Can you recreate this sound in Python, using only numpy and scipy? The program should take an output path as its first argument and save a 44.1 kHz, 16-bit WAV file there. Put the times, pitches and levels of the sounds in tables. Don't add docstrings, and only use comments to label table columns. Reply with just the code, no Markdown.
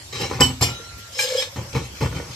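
import sys
import numpy as np
from scipy import signal
from scipy.fft import rfft, irfft
from scipy.io import wavfile
from scipy.ndimage import uniform_filter1d

SR = 44100
rng = np.random.default_rng(int(sys.argv[2]) if len(sys.argv) > 2 else 0)


def ratio(d):
    e = np.asarray(d, float) / 20
    return 10 ** e


def to_wav(s):
    ch = np.atleast_2d(s).T
    pcm = np.round(np.clip(ch, -1, 1) * 32767)
    wavfile.write(sys.argv[1], SR, pcm.astype(np.int16))


N = 103635

# (time [s], boom [dB], knock [dB], clatter [dB], rattle length [s])
BUMPS = [(0.124, -35.5, -33.5, -31, 0.084), (0.197, -27, -26.5, -30, 0.05), (0.298, -27, -31, -39, 0.063),
         (0.4, -12, -22.5, -25, 0.016), (0.421, -26, -34, -53, 0.082), (0.608, -19, -27.5, -28.5, 0.025),
         (0.67, -29, -39, -50, 0.051), (0.75, -45.5, -46, -57, 0.12), (1.558, -24, -34.5, -48, 0.03),
         (1.594, -37.5, -42.5, -63, 0.075), (1.727, -32, -53, -36.5, 0.035),
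         (1.748, -17, -31.5, -38, 0.025), (1.826, -33.5, -43, -41.5, 0.025),
         (1.947, -54, -79, -41.5, 0.055), (2.006, -17, -30, -37.5, 0.039), (2.108, -27, -62, -56, 0.027),
         (2.146, -25.5, -39, -37, 0.034), (2.201, -38.5, -40, -46.5, 0.063),
         (2.271, -34.5, -52, -51, 0.033), (2.309, -49, -57, -37, 0.011)]
# (frequency [Hz], level [dB], t60 [s])
FLOOR_MODES = [(63, 0, 0.5), (83.7, -1.5, 0.22), (117.7, 2.5, 0.092), (142, -10.5, 0.031),
               (255.7, -9, 0.24)]
# (frequency [Hz], level [dB], t60 [s])
WALL_MODES = [(356, 3, 0.034), (448.3, -6.5, 0.055), (506, -9.5, .08), (638, 6, 0.28), (773, 0.5, 0.079),
              (977, -7, 0.3), (1455, -10, 0.052)]
# (frequency [Hz], density [dB per Hz])
CLATTER_SPECTRUM = [(500, -5), (900, -4), (1500, -5), (2800, 0.5), (5000, -3.5), (7500, -7.5), (13000, -32)]


def basin():
    boom_fall_s, clatter_fall_s = 0.029, 0.044
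    _, boom_db, knock_db, clatter_db, _ = np.transpose(BUMPS)
    rattle = grit(2000, 2.72, 0.75)
    floor = body(rattle * bursts(boom_db, boom_fall_s), FLOOR_MODES)
    wall = body(rattle * bursts(knock_db, boom_fall_s), WALL_MODES)
    clatter = evened(banded(colour(rattle, CLATTER_SPECTRUM)))
    return floor + wall, clatter * bursts(clatter_db, clatter_fall_s)


def bursts(level_db, fall_s):
    rise_s = 0.0017
    t = np.arange(N) / SR
    start, length = np.transpose(BUMPS)[[0, -1]][:, :, None]
    rise = np.clip((t - start) / rise_s, 0, 1)
    fall = np.exp(-np.maximum(t - start - length, 0) / fall_s)
    return np.sqrt(((ratio(level_db)[:, None] * rise * fall) ** 2).sum(0))


# (time [s], level [dB])
RIM_HITS = [(.131, -46), (.203, -41), (.216, -40), (.244, -42), (.313, -27.5), (.334, -28), (.408, -16),
            (.622, -22.5), (.796, -37), (.83, -56), (1.566, -32), (1.737, -40), (1.752, -28), (1.765, -30),
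            (1.812, -32), (2.011, -24), (2.03, -28), (2.06, -22.5), (2.127, -31), (2.166, -31),
            (2.199, -26), (2.226, -37.5), (2.278, -37.5)]
# (frequency [Hz], level [dB], t60 [s])
RIM_MODES = [(297, -6.5, 0.089), (396, -6, 0.068), (463.5, 0, 0.095), (555, 0.5, 0.023),
             (729, -10.5, 0.042), (942, -12.5, 0.021), (1135, -19.5, 0.025), (1470, -7, 0.12),
             (1826, -8.5, 0.035)]


def rim_knocks():
    return ring(RIM_HITS, RIM_MODES, 4.0, 0.39)[0]


# (time [s], level [dB])
CLANK_HITS = [
    (.406, -20.5),
    (.411, -19.5),
    (0.39, -31),
    (.611, -29.5),
    (.619, -28),
    (.313, -31.5),
    (0.24, -34),
]
# (frequency [Hz], level [dB], t60 [s])
CLANK_MODES = [(533, 3.5, 0.052), (800, -3, 0.13), (1004, 1, 0.084), (1184, 2, 0.044), (1510, -6, .06),
               (2040, -12, 0.072), (2370, -8, 0.045)]


def clanks():
    return ring(CLANK_HITS, CLANK_MODES, 2.8, 0.19)[0]


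# (time [s], crack [dB], crowd [dB], crowd t60 [s])
BLOWS = [
    (0.13, -40, -46, 0.096),
    (0.203, -44, -35, 0.052),
    (0.406, -9, -25.5, 0.29),
    (.611, -24.5, -22.5, 0.23),
    (0.975, -47, -45, 0.21),
    (1.192, -20.5, -29.5, 0.25),
    (1.382, -28, -40, 0.066),
]
# (frequency [Hz], density [dB per Hz])
BLOW_SPECTRUM = [(1500, -7), (3000, 0.5), (5300, 0.5), (7500, 0), (9500, 0), (12000, -1.5)]


def blows():
    count, low_hz, high_hz, spread_db = 160, 2256, 13020, 10
    crack_s, rise_s = 0.0037, 0.0012
    out, t = np.zeros((2, N)), np.arange(SR // 5) / SR
    hiss = evened(colour(grit(4000, 4.9, 1), BLOW_SPECTRUM))[:len(t)]
    crack = hiss * np.exp(-t / crack_s) * np.minimum(t / rise_s, 1)
    for s, crack_db, crowd_db, t60 in BLOWS:
        place, share, last, late, left, right = rng.random((count, 6)).T[:, :, None]
        hz = low_hz + (high_hz - low_hz) * place
        own = np.maximum(t - 0.027 * late, 0)
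        fall_db = 60 * own / (t60 * (.5 + .5 * last))
        level = ratio(read(BLOW_SPECTRUM, hz) - spread_db * share - fall_db) * (own > 0)
        sides = (left, left + right - .5)
        crowd = np.array([(level * np.sin(2 * np.pi * (hz * own + side))).sum(0) for side in sides])
        crowd = crowd / np.sqrt(np.mean(crowd[:, :1000] ** 2))
        at = round(s * SR)
        out[:, at:at + len(t)] += ratio(crowd_db) * crowd + ratio(crack_db) * crack
    return out


# (time [s], level [dB])
CUP_HITS = [
    (.406, -14),
]
# (frequency [Hz], level [dB], t60 [s])
CUP_MODES = [(2541, -12, 0.1), (2824, -7.5, 0.34), (4470, -16, 0.49), (4910, -5, 0.14), (5483, -13.5, 0.25),
             (6099, -11, 0.048), (6551, -33, 0.39), (7730, -3, 0.25), (7640, -6, 0.19), (661, 0, 0.067),
             (256, -7.5, 0.53), (1780, -8.5, 0.12), (3700, -5, 0.13), (4740, -13, 0.11)]
# (time [s], level [dB])
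REBOUND_HITS = [
    (.417, -6),
]
# (frequency [Hz], level [dB], t60 [s])
REBOUND_MODES = [(3015, 0, .165)]
# (time [s], level [dB])
MUG_HITS = [
    (.611, -31.5),
    (.624, -21.5),
    (.64, -39.5),
    (.668, -35),
    (.695, -41),
]
# (frequency [Hz], level [dB], t60 [s])
MUG_MODES = [(704, -1, 0.16), (2470, -7, 0.35), (4188, -33, 0.19), (4888, -6, 0.19), (5670, -5.5, 0.23),
             (5570, -8, 0.21), (6360, -13, 0.058), (7320, 4.5, .1), (7460, 0, 0.13), (1809, -22, 0.13),
             (2898, -10.5, 0.36), (3310, -15, 0.46), (3570, -6, 0.34), (1140, -14, 0.071)]


def cups():
    first = ring(CUP_HITS, CUP_MODES, 0, 1.0) + ring(REBOUND_HITS, REBOUND_MODES, 0, 0.033)
    return first + ring(MUG_HITS, MUG_MODES, 2.5, 1.0)


# (time [s], level [dB])
LID_HITS = [
    (.70, -33),
    (.745, -36),
]
# (frequency [Hz], level [dB], t60 [s])
LID_MODES = [(3880, 0, 0.37), (2947, -8, 0.21)]


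def lid():
    return ring(LID_HITS, LID_MODES, 0, 0.83)


# (time [s], level [dB])
PAN_HITS = [
    (.665, -43),
]
# (frequency [Hz], level [dB], t60 [s])
PAN_MODES = [(1377, 0, 3.5)]


def pan():
    return ring(PAN_HITS, PAN_MODES, 0, 1.0)


# (time [s], level [dB])
POT_HITS = [
    (1.191, -27.5),
    (1.215, -47),
]
# (frequency [Hz], level [dB], t60 [s])
POT_MODES = [(2370, 3.5, 0.16), (1630, 2, 0.22), (850, -9, 0.38), (435, -5, 0.13), (3270, 2, 0.088)]
# (time [s], level [dB])
HUM_HITS = [
    (1.525, -46),
    (1.565, -45),
    (1.65, -47),
]
# (frequency [Hz], level [dB], t60 [s])
HUM_MODES = [(552, 0, 0.87)]
# (time [s], level [dB])
CATCH_HITS = [
    (1.372, -22),
    (1.389, -25.5),
]
# (frequency [Hz], level [dB], t60 [s])
SQUEAK_MODES = [(3295, 5.5, 0.17), (5110, -2, 0.22)]


def pot_rings():
    knocked = ring(POT_HITS, POT_MODES, 3.9, 0.57)
    humming = ring(HUM_HITS, HUM_MODES, 0.96, 1.0)
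    return knocked + humming + ring(CATCH_HITS, SQUEAK_MODES, 0, 1.0)


# (time [s], scrape [dB], hollow note [dB])
DRAG = [
    (1.122, -39, -52),
    (1.179, -31.5, -36.5),
    (1.199, -18.5, -32),
    (1.25, -24, -29.5),
    (1.285, -27.5, -31.5),
    (1.355, -28.5, -24),
    (1.39, -23.5, -29),
    (1.434, -26.5, -34),
    (1.49, -44, -41),
]
# (frequency [Hz], width [Hz], level [dB])
FLAT_PEAKS = [(1696, 32, -9.5), (2360, 14, -17), (2840, 28, -0.5), (3330, 110, 3.5), (4410, 72, -21),
              (5060, 23, 3), (5340, 40, 0), (5860, 38, -4.5), (6700, 31, 1), (7060, 73, 6.5)]
# (frequency [Hz], width [Hz], level [dB])
TILTED_PEAKS = [(1713, 51, 0.5), (2500, 450, 5.5), (2970, 30, -5), (3490, 150, -1), (3450, 59, -20),
                (3700, 41, -1.5), (4200, 33, -26), (5000, 28, -32), (7430, 71, -1)]
# (frequency [Hz], density [dB per Hz])
GRIT_SPECTRUM = [(530, -39), (900, -7.5), (1680, -24), (2230, -24), (3280, 1), (11900, -13), (13500, -47)]


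def scrape():
    tilt_s, tilt_span_s, hiss_db = 1.29, 0.27, -2.5
    s, db, _ = np.transpose(DRAG)
    slips, t = grit(2500, 2.5, 0.56), np.arange(N) / SR
    flat, tilted = wandering(slips, FLAT_PEAKS), wandering(slips, TILTED_PEAKS)
    tilt = np.clip((t - tilt_s) / tilt_span_s + .5, 0, 1) * np.pi / 2
    level = ratio(np.interp(t, s, db, -120, -120) + 0.52 * drift(200))
    hiss = ratio(hiss_db) * evened(banded(colour(slips, GRIT_SPECTRUM)))
    return level * evened(np.cos(tilt) * flat + np.sin(tilt) * tilted + hiss)


def wandering(slips, peaks):
    wander_db, out = 4, np.zeros(N)
    for hz, width_hz, db in peaks:
        out += ratio(db + wander_db * drift(700)) * evened(resonate(slips, hz, 1.65 * width_hz))
    return evened(out)


# (time [s], level [dB], half width [s])
SWELLS = [
    (1.251, -26, 0.016),
    (1.311, -26, 0.017),
    (1.356, -18, .009),
    (1.384, -21, 0.0075),
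    (1.41, -26.5, 0.0072),
    (1.429, -28, 0.0047),
]


def hollow():
    hz, width_hz = 514.5, 55.5
    s, _, db = np.transpose(DRAG)
    t = np.arange(N) / SR
    slips = grit(360, 4.8, 0.55)
    note = evened(resonate(resonate(slips, hz, width_hz), hz, 2 * width_hz))
    swells = sum(ratio(d) * np.exp(-((t - at) / width) ** 2) for at, d, width in SWELLS)
    tone = np.sin(2 * np.pi * np.cumsum(hz + 12 * drift(900)) / SR)
    return note * ratio(np.interp(t, s, db - 5, -120, -120)) + swells * tone


def kitchen(x):
    room_t60_s, room_db, even_share = .22, -12, .7
    wide_db, wide_hz = 1.5, 482
    t = np.arange(SR // 3) / SR
    taps = rng.choice([-1., 1.], (2, len(t))) * (rng.random((2, len(t))) < .05)
    near = taps * np.exp(-t / 0.004)
    tail = taps * ratio(-60 * t / room_t60_s) * (t > .008)
    sheen = rfft(near[:, :512])
    near[:, :512] = irfft(sheen / (abs(sheen) + 1e-9) ** even_share) * np.linspace(1, 0, 512)
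    near[:, 512:] = 0
    near, tail = near / np.linalg.norm(near[0]), tail / np.linalg.norm(tail[0])
    high = signal.lfilter(*signal.butter(2, wide_hz, "high", fs=SR), x)
    return signal.fftconvolve(high[None], ratio(wide_db) * near + ratio(room_db) * tail, axes=1)[:, :N]


# (frequency [Hz], density [dB per Hz])
AIR_SPECTRUM = [(24, -38), (40, -2), (103, -11.5), (186, -17), (1510, -18.5), (5480, -15.5), (12200, -22.5),
                (13500, -39)]
# (frequency [Hz], likeness [0 to 1])
LIKENESS = [(60, 1), (230, 1), (890, 0.1), (3410, 0.023), (13100, 0.036)]


def air():
    air_db, hum_hz, hum_width_hz, hum_db = -39, 97, 35, -49
    frames, hz = N // 256 + 5, np.fft.rfftfreq(1024, 1 / SR)
    a, b, c, d, patches = rng.standard_normal((frames, 513, 5)).T
    patches = evened(uniform_filter1d(uniform_filter1d(patches, 10, 0), 10, 1))
    same = np.clip(read(LIKENESS, hz) - .1, -1, 1)[:, None]
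    left = a + 1j * b
    right = same * left + np.sqrt(1 - same ** 2) * (c + 1j * d)
    z = np.array([left, right]) * ratio(read(AIR_SPECTRUM, hz)[:, None] + 3.3 * patches)
    hiss = evened(signal.istft(z, nperseg=1024, noverlap=768)[1][:, :N])
    hum = resonate(rng.standard_normal(N), hum_hz, hum_width_hz)
    hum = evened(resonate(hum, hum_hz, hum_width_hz))
    return ratio(air_db) * hiss + ratio(hum_db) * hum


def ring(hits, modes, uneven_db, twin):
    twin_hz, twin_fade_s, side_turn, rise_s = 17.1, .22, 1.5, 0.00044
    out = np.zeros((2, N))
    longest = round(SR * (max(np.transpose(modes)[-1]) / 2 + .17))
    for s, hit_db in hits:
        at = round(s * SR)
        t = np.arange(min(N - at, SR // 2 + 2000, longest)) / SR
        fade = np.clip((t[-1] - t) / 0.14, 0, 1)
        for hz, db, t60 in modes:
            share, turn, side, beat = rng.uniform(-1.142, 1, 4)
            level = ratio(hit_db + db + uneven_db * share - 60 * t / t60) * np.minimum(t / rise_s, 1)
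            beating = np.cos(2 * np.pi * twin_hz * (1.396 + beat) * t + 9 * turn)
            level = level * (1 + twin * np.exp(-t / twin_fade_s) * beating) * fade
            sides = np.array([[0], [min(hz / 2500, 1) * side_turn * side]])
            out[:, at:at + len(t)] += level * np.sin(2 * np.pi * hz * t + np.pi * turn + sides)
    return out


def body(push, modes):
    scale = np.sqrt(sum(ratio(2 * db) * 2 * np.pi * 3.3 / t60 / SR for hz, db, t60 in modes))
    return sum(ratio(db) * resonate(push, hz, 1.846 / t60) for hz, db, t60 in modes) / scale


def resonate(x, hz, width_hz):
    r = np.exp(-np.pi * width_hz / SR)
    return 2 * signal.lfilter([1 - r], [1, -r * np.exp(2j * np.pi * hz / SR)], x).real


def grit(per_s, spread_db, smooth):
    size = ratio(spread_db * np.minimum(rng.exponential(1, N), 4)) * rng.choice([-1., 1.], N)
    contacts = evened(size * (rng.random(N) < per_s / SR))
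    return evened(contacts + smooth * rng.standard_normal(N))


def banded(x):
    bands_db = 5
    z = signal.stft(x, nperseg=1024, noverlap=768)[2]
    patches = uniform_filter1d(rng.standard_normal(z.shape[::-1]), size=12, axis=0)
    patches = evened(uniform_filter1d(patches, size=3, axis=1)).T
    return signal.istft(z * ratio(bands_db * patches - 3), nperseg=1024, noverlap=768)[1][:N]


def drift(size):
    return evened(uniform_filter1d(uniform_filter1d(rng.standard_normal(N), size), size))


def evened(x):
    return x / np.sqrt(np.mean(x ** 2) + 1e-20)


def read(points, hz):
    f, value = np.transpose(points)
    return np.interp(np.log(hz + 1), np.log(f + 1), value)


def colour(x, points):
    return irfft(rfft(x) * ratio(read(points, np.fft.rfftfreq(N, 1 / SR))), N)


def scene():
    boom, clatter = basin()
    rough = clatter + scrape()
    rings = cups() + lid() + blows() + pan() + pot_rings()
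    boom = boom + rim_knocks() + clanks()
    near = boom + hollow() + ratio(-7) * rough + rings
    room = kitchen(rough + ratio(-3.0) * rings[0] + ratio(-3.5) * boom)
    balance = ratio(np.array([[.5], [-.5]]))
    return (near + room) * balance + air()


def top_cut(x):
    return signal.sosfilt(signal.butter(12, 13730, fs=SR, output="sos"), x)


# (frequency [Hz], level [dB])
MIC_RESPONSE = [(35, -16.5), (70, 1.5), (7800, -0.5), (9300, -10.5), (11800, -1.5)]


def record(dry):
    edge_hz = 13450
    heard = np.array([colour(side, MIC_RESPONSE) for side in dry])
    heard = np.tanh(heard / 1.132) * 1.05
    low_pass = signal.firwin(numtaps=601, cutoff=edge_hz, fs=SR)
    heard = signal.oaconvolve(heard, low_pass[None], "same")
    return top_cut(heard)


dry = scene()
out = record(dry)
to_wav(out)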